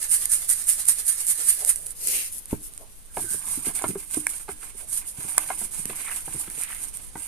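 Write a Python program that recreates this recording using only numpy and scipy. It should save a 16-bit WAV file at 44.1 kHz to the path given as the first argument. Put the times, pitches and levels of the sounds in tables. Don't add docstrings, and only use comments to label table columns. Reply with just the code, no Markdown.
import sys
import numpy as np
from scipy import signal
from scipy.io import wavfile

SR = 44100
rng = np.random.default_rng(int(sys.argv[2]) if len(sys.argv) > 2 else 0)


def generate_wav(signal):
    frames = np.transpose(np.atleast_2d(signal))
    scaled = np.clip(frames, -1, 1) * 32767
    pcm = np.round(scaled).astype(np.int16)
    wavfile.write(sys.argv[1], SR, pcm)


N = 320827
TIME = np.arange(N) / SR

# frequency in Hz, relative level in dB.
SALT_SPECTRUM = [(100, -14), (350, -18), (900, -15), (1700, -0.5), (3300, -7), (4300, -2), (6500, -3),
                 (9000, -2), (14000, -3)]
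# start in seconds, relative level in dB,
# pitch in Hz, t60 in seconds, contact time in seconds, relative table rumble in dB.
BUMPS = [(0.8858, -31, 770, 0.009, 0.00031, -60), (2.529, -13, 250, 0.032, 0.0005, -31),
         (3.172, -24.5, 380, 0.031, 0.00055, -39), (3.205, -44, 270, .05, .001, -44),
         (3.239, -36, 367, 0.047, .001, -43.5), (3.312, -36, 201, 0.029, .001, -57),
         (3.344, -27.5, 404, 0.019, 0.0011, -51), (3.575, -21.5, 260, 0.039, 0.0044, -44),
         (3.669, -18.5, 298, 0.027, 0.0019, -35.5), (3.842, -14.5, 675, 0.017, .0006, -40),
         (3.890, -15.5, 327, 0.027, 0.005, -36.5), (3.956, -21.5, 392, 0.076, 0.001, -42),
         (4.171, -8.5, 290, 0.027, 0.0043, -38.5), (4.488, -23.5, 390, 0.05, 0.0039, -57),
         (4.521, -37, 79, 0.11, 0.0035, -56), (4.748, -42, 397, .03, 0.00092, -59),
         (5.185, -24.5, 138, 0.038, 0.0044, -42.5), (5.242, -46, 399, .03, .001, -46),
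         (5.612, -39, 390, 0.05, 0.00087, -50), (5.79, -38, 198, 0.033, .001, -46),
         (5.8557, -25.5, 232, 0.0088, 0.00031, -45), (5.897, -32, 387, 0.05, 0.00033, -42),
         (6.278, -29.5, 420, 0.012, 0.00042, -47), (6.345, -22, 202, 0.024, 0.0036, -36.5),
         (6.477, -39, 340, 0.061, 0.0011, -46), (6.578, -37.5, 443, 0.038, 0.00086, -55),
         (7.156, -28, 290, 0.023, 0.00089, -39)]
# frequency in Hz, relative level in dB, t60 in seconds.
TUB_MODES = [(303, -12.5, 0.33), (396, -13.5, 0.097), (646, -0.5, 0.022), (720, 1, 0.028),
             (979, 4.5, 0.025), (1023, 4.5, 0.019), (1410, 3, 0.013), (1553, 4.5, 0.025), (1650, -23, 0.44),
             (2050, 5, 0.018), (2850, -7, 0.0075)]


def gain_of(db):
    return 10 ** (np.asarray(db) / 20)


def unit_rms(x):
    return x / np.sqrt(np.mean(x ** 2) + 1e-20)


def curve_at(points, hz):
    f, value = np.transpose(points)
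    return np.interp(np.log(hz + 1), np.log(f + 1), value)


def add(mix, s, sound):
    part = mix[:, max(round(s * SR), 0):][:, :sound.shape[-1]]
    part += sound[..., :part.shape[1]]


def colour(x, spectrum, size=8192):
    log_gain = np.log(gain_of(curve_at(spectrum, abs(np.fft.fftfreq(size, 1 / SR)))))
    taps = np.fft.ifft(np.exp(np.conj(signal.hilbert(log_gain)))).real[:size // 2]
    return signal.oaconvolve(np.atleast_2d(x), taps[None], axes=1)[:, :x.shape[-1]]


def shade(x, left_db):
    dull = signal.lfilter(*signal.butter(1, 7000, fs=SR), x)
    return dull + (x - dull) * gain_of(np.array([[1], [-1]]) * left_db)


def drift(per_s):
    knots = np.arange(0, N / SR + 1, 1 / per_s)
    return np.interp(TIME, knots, unit_rms(rng.standard_normal(len(knots))))


def surge(s, db, rise, fall):
    near, power = slice(max(round((s - .5) * SR), 0), round((s + .5) * SR)), np.zeros(N)
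    t = TIME[near] - s
    power[near] = (gain_of(db) * np.exp(np.minimum(t / rise, -t / fall))) ** 2
    return power


def grains(per_s, spread_db, clump_db, clumps_per_s, lag_samples=7):
    chance, strength, side = rng.random(N), rng.standard_normal(N), rng.standard_normal(N)
    clicks = (chance < per_s / SR) * rng.choice([-1., 1.], N)
    clicks *= gain_of(spread_db * np.minimum(strength, 2.6))
    clicks *= gain_of(clump_db * drift(clumps_per_s))
    arrival = np.clip(np.arange(N) + rng.integers(-lag_samples, lag_samples + 1, N), 0, N - 1)
    left, right = clicks * gain_of(2 * side), np.bincount(arrival, clicks * gain_of(-2 * side), N)
    return unit_rms(np.array([left, right]))


def ring(hz, t60, size=16384):
    t = np.arange(size) / SR
    return np.sin(2 * np.pi * hz * t) * np.exp(-np.log(1000) * t / t60)


def tub_ring(size=4096, tune=1):
    modes = (gain_of(db) * ring(hz * tune, t60) * (-1) ** k for k, (hz, db, t60) in enumerate(TUB_MODES))
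    return sum(modes)[:size]


def room_tone():
    # frequency in Hz, relative level in dB.
    spectrum = [(10, 6.5), (25, 5), (50, -4), (100, -10.5), (170, -15.5), (300, -19.5), (650, -22.5),
                (1200, -20.5), (3000, -20), (6000, -26.5), (14000, -68)]
    noise = rng.standard_normal((2, N)) + 0.39 * rng.standard_normal(N)
    return gain_of(-50.0 + 1.56 * drift(per_s=3.3)) * unit_rms(colour(noise, spectrum))


def kitchen(x, count=6, shifts_per_s=22):
    # frequency in Hz, t60 in seconds.
    decay_times = [(150, 0.069), (500, 0.044), (2000, 0.12), (8000, 0.045), (14000, 0.067)]
    noise = rng.standard_normal((count, 2, SR // 4)) * (np.arange(SR // 4) > .004 * SR)
    hz, t, bands = signal.stft(noise, SR, nperseg=256)
    decay = np.exp(-np.log(1000) * t / curve_at(decay_times, hz)[:, None])
    tails = signal.istft(bands * decay, SR, nperseg=256)[1]
    out = np.zeros((2, N))
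    for k, tail in enumerate(tails):
        away = abs((TIME * shifts_per_s - k) % count - count / 2)
        share = np.cos(np.pi / 2 * np.minimum(away, 1))
        out += signal.oaconvolve(x * share, tail / np.linalg.norm(tail[0]), axes=1)[:, :N]
    return out


def table_rumble(crinkle, rise_s=0.0057, fall_s=0.022):
    # frequency in Hz, relative level in dB.
    spectrum = [(25, -14), (60, -2), (110, -2), (170, -2.5), (260, -3.5), (450, -12), (1200, -57)]
    shifts = grains(per_s=1200, spread_db=1.5, clump_db=3.5, clumps_per_s=23, lag_samples=20)
    load = (gain_of(-31.5) * crinkle) ** 2
    for s, *_, db in BUMPS:
        load += surge(s + rise_s, db, rise_s, fall_s)
    return gain_of(-1) * np.sqrt(load) * unit_rms(colour(shifts, spectrum))


def scuffs():
    # peak time in seconds, level in dB,
    # half length in seconds, pitch in Hz, width of the resonance in Hz.
    scrapes = [(1.403, -53.5, 0.024, 445, 500), (1.636, -47.5, 0.046, 627, 380),
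               (1.812, -61, 0.092, 523, 600), (2.12, -52.5, 0.098, 383, 454),
               (2.174, -35, 0.077, 2520, 1270), (2.828, -54, 0.031, 616, 605),
               (3.302, -46.5, 0.14, 1570, 242), (3.493, -50, 0.13, 1070, 506),
               (5.42, -53.5, 0.21, 970, 700), (4.824, -56, 0.029, 616, 450),
               (6.004, -44.5, 0.067, 2250, 600), (6.686, -44, 0.12, 2077, 1400)]
    slips = grains(per_s=3000, spread_db=1.5, clump_db=2.0, clumps_per_s=130, lag_samples=12)
    out = np.zeros((2, N))
    for s, db, half, hz, width in scrapes:
        band = signal.iirpeak(hz, hz / width, fs=SR)
        hollow = signal.lfilter(*band, signal.lfilter(*band, slips))
        out += gain_of(db) * np.exp(-((TIME - s) / half) ** 2) * unit_rms(hollow)
    return out


def shaker_slide():
    # time in seconds, relative level in dB.
    swell = [(1.95, -48.5), (2.02, -32), (2.08, -23.5), (2.17, -24.5), (2.23, -30), (2.28, -34.5),
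             (2.32, -52)]
    # frequency in Hz, relative level in dB.
    cloth = [(150, -19), (500, -17), (950, -12.5), (1600, -1), (2800, 5), (3500, -3), (4200, 7.5),
             (6500, 4), (9000, -1), (14000, 1.5)]
    weave = grains(per_s=7800, spread_db=2.5, clump_db=1.5, clumps_per_s=120)
    level = gain_of(np.interp(TIME, *np.transpose(swell), left=-100, right=-100) - 12.0)
    return shade(level * unit_rms(colour(weave, cloth)), left_db=5.5)


def shaker_knock(start_s=2.5295, level_db=-28.5):
    # frequency in Hz, relative level in dB, t60 in seconds.
    modes = [(292, -1.5, 0.13), (409, -19, 0.097), (511, -7, 0.04), (583, -10, 0.05), (726, -16, 0.024),
             (910, -1.5, 0.033), (1160, -27, 0.026)]
    out = np.zeros((2, N))
    add(out, start_s, -sum(gain_of(level_db + db) * ring(hz, t60) for hz, db, t60 in modes))
    return out


def bumps():
    out, t = np.zeros((2, N)), np.arange(16384) / SR
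    tub_hz, _, tub_t60 = TUB_MODES[0]
    for s, db, hz, t60, contact, _ in BUMPS:
        note = ring(hz, t60) + gain_of(-28.5) * ring(tub_hz, tub_t60)
        push = gain_of(-10.5) * ring(hz * 0.5, t60 * 0.64) + gain_of(-41.0) * ring(105, 0.14)
        add(out, s, -gain_of(db - 2.5) * (1 - np.exp(-t / contact)) * (note + push))
    return out


def bubble(hz, size=1024, scatter_octaves=0.364, life_cycles=17.6, glide=0.41):
    detune, side = np.clip(rng.standard_normal(2), -2, 2)
    cycles = np.arange(size) / SR * hz * 2 ** (scatter_octaves * detune)
    age = cycles / life_cycles
    envelope = np.exp(-np.log(1000) * age) * (1 - np.exp(-cycles ** 2))
    pop = np.sin(2 * np.pi * cycles * (1 + glide * age)) * envelope
    return pop * gain_of(np.array([[2], [-2]]) * side)


def juice(squelch, size=4096, bubbles_per_s=900, strays_per_s=150, stray_db=11):
    # start in seconds, level in dB,
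    # length in seconds, centre pitch in Hz.
    squeezes = [(3.684, -46, 0.012, 2120), (3.776, -44.5, 0.019, 2480), (5.894, -45.5, 0.01, 2153),
                (5.929, -41.5, 0.0092, 1600), (6.061, -37, 0.01, 2097), (6.075, -33, 0.023, 1890),
                (6.104, -37, 0.026, 1590), (6.267, -48, 0.004, 2302), (6.395, -51.5, 0.049, 1103),
                (6.472, -43.5, 0.011, 2186), (6.562, -61, .022, 2370), (6.62, -42, 0.032, 2170),
                (6.676, -44, .012, 2090), (6.691, -41.5, .02, 1546), (6.719, -37, 0.0098, 1760)]
    out = np.zeros((2, N))
    for s, db, length, hz in squeezes:
        cluster, count = np.zeros((2, size)), max(round(bubbles_per_s * length), 1)
        for when in (np.arange(count) + rng.random(count)) / bubbles_per_s:
            add(cluster, when, rng.standard_normal() * bubble(hz))
        add(out, s, gain_of(db) * np.sqrt(length * SR / size) * unit_rms(cluster))
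    for at in np.flatnonzero((rng.random(N) < strays_per_s / SR) & (squelch > 0)):
        add(out, at / SR, gain_of(stray_db + 1.3 * rng.uniform(-1.3, 1)) * squelch[at] * bubble(hz=1910))
    return out


def wet_skin(squelch, tub_db=-8.5):
    # frequency in Hz, relative level in dB.
    spectrum = [(80, -4), (300, -9.5), (600, -9), (1000, 0.5), (1550, 0.5), (1900, -5.5), (2300, 5),
                (3300, -1.5), (6000, -11.5), (14000, -29)]
    partings = grains(per_s=1100, spread_db=1.0, clump_db=5.0, clumps_per_s=98, lag_samples=12)
    smacks = squelch * unit_rms(colour(partings, spectrum))
    tub = tub_ring()
    hollow = signal.oaconvolve(smacks.mean(0), tub / np.linalg.norm(tub))[:N]
    return gain_of(-0.5) * smacks + gain_of(tub_db) * hollow


def slaps(size=4096, rise_s=0.0017, detune=0.06):
    # start in seconds, relative level in dB, decay in
    # seconds, air pocket pitch in Hz, low-pass cutoff in Hz, trim of the tub's ring in dB.
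    hits = [(2.53, -34, 0.003, 890, 1800, 1), (3.169, -10.5, 0.0019, 920, 2000, -4.5),
            (3.179, -28, 0.0038, 970, 2000, -6), (3.194, -22.5, 0.0019, 854, 2200, -8),
            (3.338, -33, 0.0033, 930, 2220, 1.5), (3.681, -24, 0.021, 1115, 2980, -0.5),
            (3.79, -25, 0.0021, 1376, 3490, 0.5), (3.813, -28, 0.0017, 870, 2500, 3),
            (3.84, -3, 0.0019, 1140, 2140, -12), (3.951, -24, 0.004, 1070, 2000, -3),
            (4.169, -22, 0.0047, 680, 1800, -11), (4.48, -21, 0.0067, 1200, 3010, -5),
            (4.489, -15.5, 0.0013, 1150, 2470, -7), (4.626, -24.5, 0.0069, 1190, 3500, -4),
            (5.38, -13.5, 0.0016, 1210, 5000, -3), (5.5003, -11.5, 0.0025, 1432, 2200, 0.5),
            (5.611, -35, 0.0036, 890, 3000, 5), (5.898, -19, 0.0031, 1620, 4000, -5),
            (6.278, -24, 0.0024, 850, 1800, -3.5), (6.346, -31.5, 0.0036, 522, 1200, -6),
            (6.475, -37, 0.0044, 1107, 3500, -6), (7.1538, -20.5, 0.0018, 774, 2194, -1.5)]
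    # frequency in Hz, relative level in dB.
    spectrum = [(100, -20.5), (350, 10), (600, 2.5), (1200, 6), (1800, 1.5), (2700, 0.5), (4000, 5),
                (6000, -8), (9000, -23), (14000, -18)]
    out, t = np.zeros((2, N)), np.arange(size) / SR
    for s, db, decay, hz, top_hz, ring_db in hits:
        noise = rng.standard_normal(size) + 0.43 * rng.standard_normal((2, size))
        envelope = np.exp(-t / decay) * (1 - np.exp(-t / rise_s))
        contact = signal.lfilter(*signal.butter(2, top_hz, fs=SR), noise * envelope)
        pocket = signal.lfilter(*signal.iirpeak(hz, 1.1, fs=SR), contact)
        tub = tub_ring(size=16384, tune=1 + detune * rng.uniform(-1, 1))
        hollow = signal.fftconvolve(pocket, tub[None], axes=1)
        spatter = colour(pocket + 0.29 * contact, spectrum)
        add(out, s, gain_of(db + 15.5 + ring_db) * hollow / np.linalg.norm(hollow))
        add(out, s, gain_of(db + 9.5) * spatter / np.linalg.norm(spatter))
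    return out


def rubbing(hand_from_s=1.5, resting_db=-51.5, stick_db=2, sticks_per_s=51):
    # peak time in seconds, relative crinkle in dB,
    # relative squelch in dB, half length in seconds.
    strokes = [(2.362, -37.5, -94, 0.048), (2.519, -38, -52, 0.038), (2.644, -41.5, -81, 0.041),
               (3.2, -32, -53, 0.059), (3.328, -31, -75, 0.07), (3.513, -26.5, -46.5, 0.074),
               (3.671, -29, -46, 0.05), (3.765, -28, -47, 0.032), (3.869, -32, -49.5, 0.067),
               (4.007, -38.5, -55.5, 0.062), (4.161, -31, -46.5, 0.055), (4.326, -34.5, -50, 0.092),
               (4.508, -34, -48, 0.024), (4.645, -36.5, -48, 0.059), (4.793, -40, -54, 0.039),
               (4.885, -35.5, -58, 0.016), (4.95, -27, -57, 0.05), (5.034, -47, -51, 0.029),
               (5.091, -35, -69, 0.034), (5.241, -35, -48, 0.085), (5.421, -33.5, -44.5, 0.14),
               (5.605, -30.5, -47, 0.065), (5.772, -33, -52, 0.066), (5.977, -34.5, -43.5, .13),
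               (6.158, -33, -47, 0.094), (6.33, -36.5, -50, 0.081), (6.408, -31, -50, 0.029),
               (6.485, -39.5, -50, 0.097), (6.608, -30.5, -45, 0.055), (6.738, -36.5, -49, 0.062),
               (6.841, -38, -56, 0.066), (6.955, -34.5, -56, 0.023), (7.033, -43.5, -59.5, 0.053),
               (7.226, -36.5, -51, 0.071)]
    power = np.zeros((2, N))
    for s, crinkle_db, squelch_db, half in strokes:
        t = np.arange(-3 * half, 3 * half, 1 / SR)
        bell = np.exp(-(t / half) ** 2)
        add(power, s + t[0], (gain_of([[crinkle_db], [squelch_db]]) * bell) ** 2)
    power[0] += (TIME > hand_from_s) * gain_of(resting_db) ** 2
    return np.sqrt(power) * gain_of(stick_db * drift(sticks_per_s))


def glove_crinkle(crinkle, crease_db=-7):
    # frequency in Hz, relative level in dB.
    spectrum = [(200, -28), (1000, -4), (3000, -1), (5000, 2), (7000, 1), (9000, 1.5), (11000, 1.5),
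                (14000, 0.5)]
    # time in seconds, treble lean to the left in dB.
    hand_side = [(2.3, 7), (2.6, 6.5), (3.05, 4.5), (3.2, 1), (4.3, 0.5), (4.8, 0.5), (5.2, 2), (5.7, 0),
                 (6.2, 2), (7.27, 0)]
    folds = grains(per_s=5500, spread_db=-1.0, clump_db=2.0, clumps_per_s=160)
    creases = grains(per_s=45, spread_db=1.4, clump_db=2.0, clumps_per_s=31)
    film = unit_rms(colour(folds + gain_of(crease_db) * creases, spectrum))
    return shade(gain_of(-12.5) * crinkle * film, left_db=np.interp(TIME, *np.transpose(hand_side)))


def glove_snaps(crack_size=2048, pop_size=1024, pop_rise_s=0.00056):
    # start in seconds, relative crack level in dB, pop level in dB,
    # pop pitch in Hz, time to the crack's peak in seconds.
    snaps = [(2.7366, -25, -45, 3860, 0.00069), (2.777, -20, -52, 3600, 0.001),
             (3.8216, -8, -60, 2000, 0.00055), (4.11, -20, -53, 2037, 0.0012),
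             (4.142, -13, -52, 2220, 0.0033), (4.2677, -2.5, -7.5, 2250, 0.0012),
             (4.928, -12, -60, 2480, 0.001), (5.379, 3.5, -9.5, 1570, 0.0019),
             (5.8548, -7.5, -35, 1860, 0.00087)]
    # frequency in Hz, relative level in dB.
    spectrum = [(300, -13.5), (1500, 4.5), (3500, -3.5), (5300, -0.5), (7000, -3), (9000, -4), (11500, -4),
                (13500, -7)]
    out = np.zeros((2, N))
    opening = 1 - np.exp(-np.arange(pop_size) / SR / pop_rise_s)
    for s, crack_db, pop_db, hz, peak_s in snaps:
        age = np.arange(crack_size) / SR / peak_s
        crack = rng.choice([-1., 1.], (2, crack_size)) * (age * np.exp(1 - age)) ** 4
        add(out, s, gain_of(crack_db - 16.0) * colour(crack, spectrum))
        pop = ring(hz, t60=0.013) - gain_of(-2.0) * ring(hz * 0.74, t60=0.011)
        pop += gain_of(-9.0) * ring(hz * 0.44, t60=0.0073)
        add(out, s, gain_of(pop_db) * opening * pop[:pop_size])
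    return out


def salt_ticks(size=1024, scatter_s=0.0014):
    # start in seconds, relative level in dB.
    strikes = [(0.0294, -10.5), (0.256, -5.5), (0.258, -15), (0.302, -16), (0.3193, -7), (0.336, -7),
               (0.4931, -7), (0.501, -12), (0.682, -12), (0.8551, -14), (0.869, -15), (0.8856, -3.5),
               (0.8864, -6), (0.8872, -7), (1.067, -12.5), (1.268, -12), (1.649, -6), (1.7597, -12),
               (1.863, -19), (1.867, -14), (1.907, -19.5), (1.917, -31), (2.073, -7.5), (2.086, -13),
               (2.326, -24), (2.369, -28), (2.457, -23.5), (2.621, -38), (2.6275, -33), (2.75, -36),
               (2.768, -41), (2.7767, -31), (4.532, -30), (6.501, -19), (6.636, -11), (6.972, -20)]
    out, t = np.zeros((2, N)), np.arange(size) / SR
    for s, db in strikes:
        tick = .1 * rng.choice([-1., 1.], (2, size)) * np.exp(-t / scatter_s)
        tick[:, 0] = 1
        add(out, s, gain_of(db) * tick)
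    return colour(out, SALT_SPECTRUM)


def spray(flow, spectrum):
    fine = grains(per_s=6000, spread_db=0.5, clump_db=2.5, clumps_per_s=170)
    coarse = grains(per_s=380, spread_db=1.2, clump_db=0.5, clumps_per_s=68)
    return np.sqrt(flow) * unit_rms(colour(fine + gain_of(-3.5) * coarse, spectrum))


def salt_shaker():
    # peak time in seconds,
    # relative level in dB, rise in seconds, fall in seconds.
    shakes = [(0.129, -20, 0.021, 0.034), (0.324, -21.5, 0.019, 0.038), (0.498, -22, 0.012, 0.046),
              (0.693, -19.5, 0.014, 0.031), (0.894, -19.5, 0.018, 0.023), (1.083, -24, 0.02, 0.048),
              (1.298, -24, 0.04, 0.037), (1.499, -22, 0.04, 0.036), (1.696, -20, 0.025, 0.017)]
    # peak time in seconds, relative level in dB.
    back_swings = [(0.035, -28), (0.228, -26.5), (0.424, -30), (0.61, -30), (0.801, -28), (0.991, -28.5),
                   (1.205, -29), (1.406, -26.5), (1.601, -29.5)]
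    # frequency in Hz, relative level in dB.
    inside_spectrum = [(100, -24), (400, -6), (900, -5.5), (1700, 4), (3300, 0), (4300, 4.5), (6500, 1.5),
                       (9000, -2), (14000, 0)]
    # time in seconds, relative level in dB.
    trickle = [(1.69, -50), (1.76, -38.5), (1.83, -45.5), (1.91, -41.5), (1.95, -63)]
    flow = gain_of(np.interp(TIME, *np.transpose(trickle), left=-100, right=-100)) ** 2
    flow += sum(surge(*shake) for shake in shakes)
    back = sum(surge(s, db, rise=0.039, fall=0.03) for s, db in back_swings)
    return shade(gain_of(-9.0) * (spray(flow, SALT_SPECTRUM) + spray(back, inside_spectrum)), left_db=1.1)


def scene():
    crinkle, squelch = rubbing()
    rustle = salt_shaker() + shaker_slide() + glove_crinkle(crinkle)
    sharp = salt_ticks() + glove_snaps()
    wet = wet_skin(squelch) + juice(squelch) + scuffs() + slaps()
    low = bumps() + shaker_knock() + table_rumble(crinkle)
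    send = gain_of(0.5) * rustle + gain_of(-22.5) * sharp + gain_of(-7.5) * wet + gain_of(-7.0) * low
    return rustle + sharp + wet + low + kitchen(send) + room_tone()


def record(dry, top_hz=15595):
    # frequency in Hz, gain in dB.
    left_port = [(500, 3), (950, -1.5), (1600, -8), (5500, 0), (6800, 6.5), (7500, 5.5), (9300, 8),
                 (10200, 16), (11100, 14.5), (12400, 10.5), (14250, 2), (14500, -39), (16000, -51)]
    right_port = [(500, 3.5), (1200, -1), (1800, -2.5), (3500, -2.5), (5600, 0.5), (7000, 10), (8000, 18.5),
                  (9100, 29), (10000, 20), (11200, 17.5), (12400, 5.5), (14200, 6), (14550, -37),
                  (16000, -34)]
    ported = np.vstack([colour(dry[0], left_port), colour(dry[1], right_port)])
    lowpass = signal.firwin(511, top_hz, window=("kaiser", 9), fs=SR)
    return signal.oaconvolve(np.clip(ported, -1, 1), lowpass[None], "same")


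dry = scene()
out = record(dry)
generate_wav(out)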